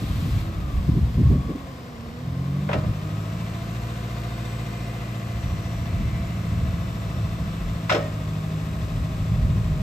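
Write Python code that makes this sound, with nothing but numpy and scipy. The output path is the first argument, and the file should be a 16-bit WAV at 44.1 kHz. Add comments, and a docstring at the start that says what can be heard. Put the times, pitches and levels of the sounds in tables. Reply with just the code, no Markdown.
"""A concrete yard in front of a shed wall, where a four-cylinder forklift is working.
Its engine sags, then revs up: the exhaust throbs, the block rumbles and the valve gear clatters.
The engine drives a whining gear pump, and oil hisses through valves and rushes as the forks rise.
The steel mast clanks twice as its stages take up the load. Gusts of wind buffet the microphone."""
import sys
import numpy as np
from scipy import signal
from scipy.fft import rfft, irfft
from scipy.io import wavfile
from scipy.ndimage import uniform_filter1d

SR = 44100
rng = np.random.default_rng(int(sys.argv[2]) if len(sys.argv) > 2 else 0)


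def unload_wav(signal):
    """Save mono or channel-first audio to the path in sys.argv[1] as 16-bit WAV at rate SR, clipped to [-1, 1]."""
    wavfile.write(
        sys.argv[1],
        SR,
        np.round(np.clip(np.atleast_2d(signal).T, -1, 1) * 32767).astype(np.int16),
    )


N = 433040
T = np.arange(N) / SR
HZ = np.maximum(np.fft.rfftfreq(N, 1 / SR), 1)
NO_LOAD_HZ = 58.5   # firings per second with no load

# engine speed (time [s], firing rate [Hz])
ENGINE_SPEED = [(0, 50), (.3, 54.3), (.52, 54.4), (.8, 46.4), (1.04, 38.5), (1.29, 46.3), (1.48, 47),
                (1.62, 45.4), (2.03, 37.7), (2.62, 48.6), (3.03, 51.4), (3.52, 56.1), (3.85, 57.4),
                (4.9, 57.15), (5.8, 55.75), (6.6, 54.75), (7.88, 54.55), (8.08, 52.4), (8.4, 52.5),
                (8.7, 52.75), (9.82, 52.6)]
# the driver eases off the pedal (start [s], end [s], exhaust drop [dB])
PEDAL_OFF = [(-.3, 1.1, 9.5), (1.398, 2.14, 16)]
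# four steps of engine load (share of full load [0-1])
LOAD_STEPS = [.1, .37, .6, 1]
# exhaust tones (waves per engine cycle [count], then a level at each load step [dB])
EXHAUST_TONES = [(4, -5.5, -26, -21, -30), (5, -40, -22, -32, -30), (6, -24, -25, -33, -22),
                 (7, -43, -26, -17, -13), (8, -2, -2.5, -2.5, -10.5), (9, -9, -15, -36, -19),
                 (10, -14.5, -24, -21.5, -20.5), (11, -21, -16, -42, -47), (12, -12.5, -5, -3, -0.5),
                 (13, -16, -13, -24, -13), (14, -17.5, -11.5, -21, -17), (15, -38, -18, -11.5, -20),
                 (16, -18, -19, -24, -8.5), (20, -22, -29, -31, -23), (21, -28, -22, -19.5, -31),
                 (23, -26.5, -36, -45, -27), (25, -24, -40, -35, -29), (28, -26.5, -33, -26.5, -43),
                 (31, -47, -51, -29, -27), (35, -20, -44, -38, -39), (39, -35, -36, -46, -42),
                 (49, -27.5, -37, -34, -50)]
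# some cylinders fire harder than others (strength of each [dB])
CYLINDER_STRENGTH = [3, -1, 1, -2]
# tone colour of the engine block and of the valve gear (frequency [Hz], level [dB])
BLOCK_COLOUR = [(100, -5.5), (180, 4.5), (260, 0.5), (340, 1), (440, -1.5), (520, 1), (600, -2.5),
                (680, 0.5), (780, -3.5), (880, -10.5), (1060, -2.5), (1250, -6.5), (1500, -20.5),
                (2500, -30)]
CLATTER_COLOUR = [(700, -47), (1200, -2), (1500, 2), (1750, 3), (2000, 2), (2200, 0), (2500, -1.5),
                  (3100, -3), (4000, -6.5), (5000, -10), (7000, -13), (10000, -14), (15000, -20.5)]
# loudness of each part (at no-load speed [dB], loss as firing slows [dB/Hz], change when lifting [dB])
BLOCK_LOUDNESS = (-39.5, 0.17, 0.68)
CLATTER_LOUDNESS = (-46.5, 0.25, 1.87)
PUMP_LOUDNESS = (-44, 0.067, -2.5)
# notes of the valve cover (pitch [Hz], width [Hz], level [dB])
COVER_NOTES = [(1054, 29, -54), (1217, 34, -59.5), (1750, 91, -64), (2070, 120, -61), (2575, 210, -59),
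               (3520, 320, -61)]
# pump sound given off by pipes and mast (frequency [Hz], running free [dB], lifting [dB])
PUMP_COLOUR = [(199, 4.5, -10), (283, 2, -7), (350, -8, -12), (503, -5, -9), (584, -14, 0),
               (675, -26, -0.5), (870, -29, -16.5), (1100, -8, -8), (1300, -21, -12), (1450, -14, -28),
               (2030, -20, -21), (2320, -23, -10), (2790, -23, -16), (3600, -21, -16), (4430, -24, -19),
               (4870, -25, -25), (5200, -22, -18), (6600, -43, -28), (7600, -40, -18.5), (8650, -43, -33)]
# single pump tones sing out as speed and oil column change
# (tone number [count], peak time [s], width [s], level [dB])
PUMP_SINGING = [(1, 0.49, 0.16, -43), (1, 2.58, 0.45, -41.5), (4, 0.68, 0.2, -48.5), (4, 1.42, 0.12, -46),
                (4, 3.17, 0.13, -52), (6, 4.8, 0.43, -53), (13, 4.3, .5, -64), (16, 4.8, .12, -62),
                (16, 6.24, .14, -60), (16, 7, 0.41, -66), (16, 9, .5, -66), (17, 3.2, .3, -68),
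                (17, 5.55, 0.2, -57), (17, 7.2, 0.56, -65), (19, 4.1, 0.44, -63), (19, 9.4, 0.49, -70),
                (23, 4.55, 0.24, -60), (25, 7.2, .6, -65), (26, 9.05, 0.97, -61.5)]
# oil valves working as the truck moves about (opens [s], shuts [s], level [dB])
VALVE_OPENINGS = [(-.1, 0.412, -43), (.68, 1.325, -50.5)]
# wind strength (time [s], level [dB])
WIND_STRENGTH = [(0, -27), (.5, -28.5), (1.03, -19.5), (1.14, -32), (1.26, -20), (1.66, -40.5),
                 (2.1, -42.5), (2.9, -37), (3.55, -35), (3.8, -40.5), (5.15, -43), (5.45, -30),
                 (5.75, -33.5), (6.0, -25), (6.35, -31.5), (6.65, -27.5), (6.95, -30.5), (7.7, -32),
                 (8.0, -32.5), (8.5, -35), (8.8, -27.5), (9.5, -24.5), (9.82, -22.5)]
# tone colour of the wind (frequency [Hz], level [dB])
WIND_RUMBLE = [(20, -25), (32, -16), (48, -0.5), (70, 0), (110, -2), (160, -8), (220, -14), (320, -30),
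               (500, -45), (1000, -95)]
# hard puffs of wind (time [s], level [dB], width [s], pitch [Hz])
WIND_PUFFS = [(.03, -24.5, 0.01, 199), (0.104, -19, 0.0086, 123), (0.249, -24.5, 0.035, 157),
              (0.349, -20.5, 0.025, 104), (0.789, -19, 0.038, 69.6), (0.893, -12, 0.0049, 140),
              (0.931, -17, 0.0064, 120), (.974, -18, 0.016, 170), (1.04, -19.5, 0.019, 82),
              (1.205, -18.5, 0.019, 176), (1.28, -16, 0.032, 103), (1.316, -13.5, 0.0078, 168),
              (1.352, -25.5, 0.022, 264), (1.508, -25, 0.015, 268), (1.555, -28, 0.0086, 266),
              (2.76, -21.5, 0.0055, 149), (2.783, -22, 0.007, 110), (2.87, -21.5, 0.019, 111),
              (2.904, -22, 0.0088, 110), (5.472, -30, 0.035, 61.4), (6.029, -25, 0.063, 87.3),
              (6.65, -23, 0.032, 113), (7.248, -25, 0.014, 98), (7.662, -25, 0.03, 61.6),
              (9.33, -19, 0.014, 124), (9.451, -21.5, 0.085, 79)]
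# steel blows in the mast (time [s], level [dB], middle of the band [Hz], ringing [dB])
MAST_BLOWS = [(2.689, -19.5, 1120, -10), (2.712, -24, 1540, -12), (2.729, -20, 2010, -3.5),
              (2.74, -20.5, 480, -15), (2.757, -24, 357, -15), (2.836, -31.5, 796, -10),
              (7.894, -15, 2180, -2.5), (7.9, -18, 2600, 1), (7.912, -15, 990, -9),
              (7.921, -14.5, 2400, -18), (7.942, -17, 520, -9.5), (7.945, -18, 2300, -6),
              (7.955, -18.5, 520, -8)]
# ringing notes of the mast (pitch [Hz], level [dB], time to fade by 60 dB [s])
MAST_NOTES = [(269, -4, 0.28), (566, 1, 0.4), (622, 0, 0.4), (793, -17, 0.27), (1016, -2, 0.11),
              (1285, -12.5, 0.56), (1340, -4, 0.064), (1447, -7.5, 0.18), (1683, -8.5, 0.15),
              (1850, -20.5, 0.65), (2020, -3.5, 0.076), (2220, -6.5, 0.04), (2490, -6, 0.064),
              (2715, -10.5, 0.18), (3670, -10, 0.096), (3950, -11, 0.1), (5260, -14, 0.25)]
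# crash of many crowded steel notes (frequency [Hz], level [dB])
CRASH_COLOUR = [(150, -25), (270, 6.5), (450, 7.5), (640, 6.5), (850, -2), (1200, -2.5), (1800, -6.5),
                (2400, -8.5), (3200, -9.5), (4000, -15), (4700, -16.5), (5350, -12.5), (6300, -14.5),
                (8000, -15), (15000, -12.5)]
# notes of the lift cylinder as oil flows (peak time [s], width [s], pitch [Hz], level [dB])
OIL_NOTES = [(4.1, 1, 1000, -56), (7.5, 0.82, 1230, -53.5), (4.2, 0.51, 1510, -53), (5.1, 1, 1960, -57),
             (4.9, 0.62, 2450, -54.5), (4.3, .4, 3700, -58), (6.2, 0.49, 2090, -52.5),
             (6.4, 0.66, 2600, -62), (7.4, 0.76, 3570, -60)]
# how alike the two microphones sound (frequency [Hz], likeness [0-1])
MIC_LIKENESS = [(200, 0.91), (450, 0.81), (700, 0.48), (1100, 0.57), (1500, 0.08), (2000, 0.57),
                (5300, 0.37), (7200, 0.74), (8500, 0.68), (9500, 1), (10700, 1), (11500, 0.91),
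                (13000, 0.99)]
# how much louder the left one is (frequency [Hz], left minus right [dB])
LEFT_LOUDER = [(200, -3), (450, 1.5), (700, 1), (1100, 4), (2400, 0.8), (5300, 6), (7200, 2.5),
               (9500, -0.5)]
# how far the left one's wave runs ahead (frequency [Hz], phase [rad])
LEFT_AHEAD = [(0, 0.42), (450, 0.32), (1100, 1.08), (1500, 2.5), (2000, 5.37), (2900, 7.82), (5300, 5.6),
              (7200, 5.8), (8600, 4.9), (9400, 3.17), (10700, 3.11), (11300, 1.72), (12600, 0.68)]


def from_db(db):
    """Turn decibels into a number to multiply by."""
    return 10 ** (np.asarray(db) / 20)


def rms_one(x):
    """Scale a sound to an average strength (rms) of 1."""
    return x / np.sqrt(np.mean(x ** 2) + 1e-20)


def in_time(points):
    """Read a time table at every sample."""
    return np.interp(T, *np.transpose(points))


def at_hz(points):
    """Read a frequency table at every frequency, with octaves evenly spaced."""
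    hz, value = np.transpose(points)
    return np.interp(np.log(HZ), np.log(np.maximum(hz, 1)), value)


def colour(x, spectrum):
    """Give a sound a tone colour, at strength 1."""
    return rms_one(irfft(rfft(x) * from_db(at_hz(spectrum)), N))


def resonate(x, hz, width_hz):
    """Keep a narrow band of a sound, at strength 1."""
    band = signal.butter(1, [hz - width_hz / 2, hz + width_hz / 2], "band", fs=SR)
    return rms_one(signal.lfilter(*band, x))


def drift(per_s):
    """A random wander, about 1 either side of zero."""
    return np.interp(T * per_s, np.arange(2048), rng.standard_normal(2048))


def ramp(start_s, length_s):
    """A straight rise from 0 to 1."""
    return np.clip((T - start_s) / length_s, 0, 1)


def swell(peak_s, width_s):
    """A smooth rise to 1 and fall."""
    return np.exp(-np.minimum(((T - peak_s) / width_s) ** 2 / 2, 50))


def running_db(loudness, firing_hz, pressure):
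    """A part grows louder with speed and changes with oil pressure."""
    top_db, slope, lifting_db = loudness
    return top_db - slope * (NO_LOAD_HZ - firing_hz) + lifting_db * pressure


def governor(firing_hz, full_load_drop_hz=9.74, ease_s=0.088, press_s=0.14):
    """A slowed engine is under load and gets more fuel; off the pedal, the exhaust goes quiet."""
    load = np.clip((NO_LOAD_HZ - firing_hz) / full_load_drop_hz, 0, 1)
    drop_db = sum(db * (ramp(off, ease_s) - ramp(on, press_s)) for off, on, db in PEDAL_OFF)
    exhaust_db = -30.5 + 2.5 * load - drop_db
    return load, exhaust_db


def exhaust(cycle, level_db, load, smear=0.0097, uneven_db=0.6):
    """The firings make every fourth tone; uneven cylinders add the rest and make the beat limp."""
    waver_db = 0.8 + 1.8 * load ** 2
    out = np.zeros(N)
    for k, *by_load_db in EXHAUST_TONES:
        sign = -1 if k % 4 else 1
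        shift = smear * k * rng.standard_normal()   # the silencer smears high tones most
        tone = sign * np.sin(2 * np.pi * (k * cycle + shift))
        out += tone * from_db(np.interp(load, LOAD_STEPS, by_load_db) + waver_db * drift(6))
    firing_strength = np.interp(4 * cycle, np.arange(1024), rng.standard_normal(1024))
    return np.sqrt(2) * from_db(level_db + uneven_db * firing_strength) * out


def engine_noise(cycle, spectrum, repeat, throb, scatter_db, size=3072):
    """The same knocks return every cycle, mixed with fresh noise; each firing makes them swell."""
    pattern = rng.standard_normal((2, size))
    returning = np.array([np.interp(cycle % 1 * size, np.arange(size), p) for p in pattern])
    fresh = rng.standard_normal((2, N))
    knocks = np.sqrt(repeat) * rms_one(returning) + np.sqrt(1 - repeat) * fresh
    firing = 4 * cycle
    firing_db = np.resize(CYLINDER_STRENGTH, 1024) + scatter_db * rng.standard_normal(1024)
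    pulse = from_db(firing_db)[firing.astype(int)] * np.exp(-4 * (firing % 1))
    return colour(knocks * (1 + throb * pulse), spectrum)


def tappet(cycle, firing_hz, tick_cycles=0.16, scatter_db=1.4, db_per_hz=0.5):
    """A loose tappet (valve pusher) rings the valve cover once a cycle, softer at low speed."""
    age = cycle % 1 / tick_cycles
    strength = from_db(scatter_db * rng.standard_normal(1024))[cycle.astype(int)]
    rattle = strength * age * np.exp(-age) * rng.standard_normal((2, N))
    ring = sum(from_db(db) * resonate(rattle, hz, width_hz) for hz, width_hz, db in COVER_NOTES)
    return ring * from_db(-db_per_hz * (NO_LOAD_HZ - firing_hz))


def pump(cycle, firing_hz, level_db, pressure, flutter_db=3, churn_rad=0.74):
    """A twelve-tooth gear pump ripples the oil six times per firing, harsher when lifting."""
    angle = 2 * np.pi * 24 * cycle
    tooth_hz = 6 * firing_hz
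    out = np.zeros((2, N))
    hz, *states = np.transpose(PUMP_COLOUR)
    for k in range(1, 28):
        free_db, lifting_db = [np.interp(k * tooth_hz, hz, db) for db in states]
        whine = from_db(level_db + free_db + pressure * (lifting_db - free_db))
        song = sum(from_db(db) * swell(s, width) for tone, s, width, db in PUMP_SINGING if tone == k)
        blur = churn_rad * drift(60)   # churning oil roughens the tones
        gain = np.hypot(whine, song) * from_db(flutter_db * drift(12))
        out += gain * np.sin(k * angle + blur + 2 * np.pi * rng.random((2, 1)))
    return out


def valve_hiss(open_s=0.052, fade_s=0.04):
    """Oil hisses through a valve until it shuts."""
    spectrum = [(1000, 0.5), (2500, 0), (3800, -0.5), (6000, -10.5), (10000, -9.5), (15000, -13.5)]
    flow = sum(from_db(db) * ramp(opens, open_s) * np.exp(-np.maximum(T - shuts, 0) / fade_s)
               for opens, shuts, db in VALVE_OPENINGS)
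    return flow * colour(rng.standard_normal((2, N)), spectrum)


def wind(lumps_db=2.5, lumps_per_s=11, apart_db=-19):
    """Swirling air rumbles on the microphone, nearly alike on both sides; short puffs reach higher."""
    level_db = in_time(WIND_STRENGTH) + lumps_db * drift(lumps_per_s)
    swirls = colour(rng.standard_normal((2, N)), WIND_RUMBLE)
    swirl_strength = np.sqrt(uniform_filter1d(swirls ** 2, size=4000) + 1e-6)
    out = from_db(level_db) * swirls / swirl_strength
    for s, db, width_s, hz in WIND_PUFFS:
        near = np.abs(T - s) < 0.2
        narrow = signal.butter(2, [hz / 2, hz * 1.24], "band", fs=SR, output="sos")
        wide = signal.butter(2, [hz / 2, hz * 2.24], "band", fs=SR, output="sos")
        air = signal.sosfilt(np.vstack([narrow, wide]), rng.standard_normal((2, SR)))
        push = swell(s, width_s)[near]
        puff = push * air[:, -len(push):]
        out[:, near] += from_db(db) * puff * np.sqrt(np.sum(push ** 2) / np.sum(puff[0] ** 2))
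    shared, apart = out
    return shared + from_db(apart_db) * apart * [[1], [-1]]


def mast_clanks(attack_s=0.0027, crash_s=0.013, echo_s=0.076, detune=0.0023, hard_db=-16, size=28000):
    """Each blow rings the steel rails; its crash dies fast and echoes between the walls."""
    out, t = np.zeros((2, N + size)), np.arange(size) / SR
    crash_noise = colour(rng.standard_normal((2, N)), CRASH_COLOUR)
    fade = from_db(1) * np.exp(-t / crash_s) + from_db(-13) * np.exp(-t / echo_s)
    for k, (s, db, middle_hz, ring_db) in enumerate(MAST_BLOWS):
        softness_db = max(hard_db - db, 0)   # gentle blows leave the high notes quiet
        ring = 0
        for hz, note_db, fade_s in MAST_NOTES:
            rail_hz = hz * (1 + detune * rng.standard_normal((2, 1)))   # near-twin rails beat
            gain = from_db(note_db - softness_db * hz / 4000 - 60 * t / fade_s)
            ring += gain * np.sin(2 * np.pi * (rail_hz * t + rng.random((2, 1))))
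        crash = fade * crash_noise[:, k * size:(k + 1) * size]
        blow = np.minimum(t / attack_s, 1) * (from_db(ring_db) * ring + crash)
        # edges clash high, the fork carriage thuds low
        contact = signal.butter(2, [middle_hz / 2, middle_hz * 2], "band", fs=SR)
        start = int(s * SR)
        out[:, start:start + size] += from_db(db) * signal.lfilter(*contact, blow)
    return out[:, :N]


def oil_rush(width_hz=100):
    """Flowing oil stirs one note of the lift cylinder after another as the mast extends."""
    return sum(from_db(db) * swell(s, width_s) * resonate(rng.standard_normal((2, N)), hz, width_hz)
               for s, width_s, hz, db in OIL_NOTES)


def microphones(pair):
    """Two unrelated sounds become the shared and the unshared part of left and right."""
    shared, apart = rfft(pair)
    alike, sides = np.clip(at_hz(MIC_LIKENESS), 0, 1), np.array([[1], [-1]])
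    both = np.sqrt((1 + alike) / 2) * shared + np.sqrt((1 - alike) / 2) * apart * sides
    balance = from_db(sides * at_hz(LEFT_LOUDER) / 2)
    lead = np.interp(HZ, *np.transpose(LEFT_AHEAD))
    return irfft(both * balance * np.exp(0.5j * sides * lead), N)


def scene(speed_wobble=0.001205):
    """One turning shaft times the engine and pump; oil, mast and wind sound on top."""
    firing_hz = in_time(ENGINE_SPEED) * (1 + speed_wobble * drift(10))
    cycle = np.cumsum(firing_hz) / (4 * SR)   # engine cycles so far, four firings each
    load, exhaust_db = governor(firing_hz)
    pressure = ramp(start_s=2.3, length_s=0.93)   # the lift valve opens and oil pressure builds
    block = engine_noise(cycle, BLOCK_COLOUR, repeat=0.39, throb=0.29, scatter_db=0.5)
    block *= from_db(running_db(BLOCK_LOUDNESS, firing_hz, pressure))
    clatter = engine_noise(cycle, CLATTER_COLOUR, repeat=0.44, throb=0.28, scatter_db=3.5)
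    clatter *= from_db(running_db(CLATTER_LOUDNESS, firing_hz, pressure))
    engine = block + clatter + tappet(cycle, firing_hz)
    whine = pump(cycle, firing_hz, running_db(PUMP_LOUDNESS, firing_hz, pressure), pressure)
    truck = microphones(engine + whine + oil_rush() + valve_hiss() + mast_clanks())
    return truck + exhaust(cycle, exhaust_db, load) + wind()


def record(dry, low_hz=25, high_hz=15200):
    """Cut the deepest rumble and the highest treble."""
    dry = signal.sosfilt(signal.butter(2, low_hz, "high", fs=SR, output="sos"), dry)
    return signal.sosfilt(signal.ellip(10, 0.1, 90, high_hz, fs=SR, output="sos"), dry)


dry = scene()
out = record(dry)
unload_wav(out)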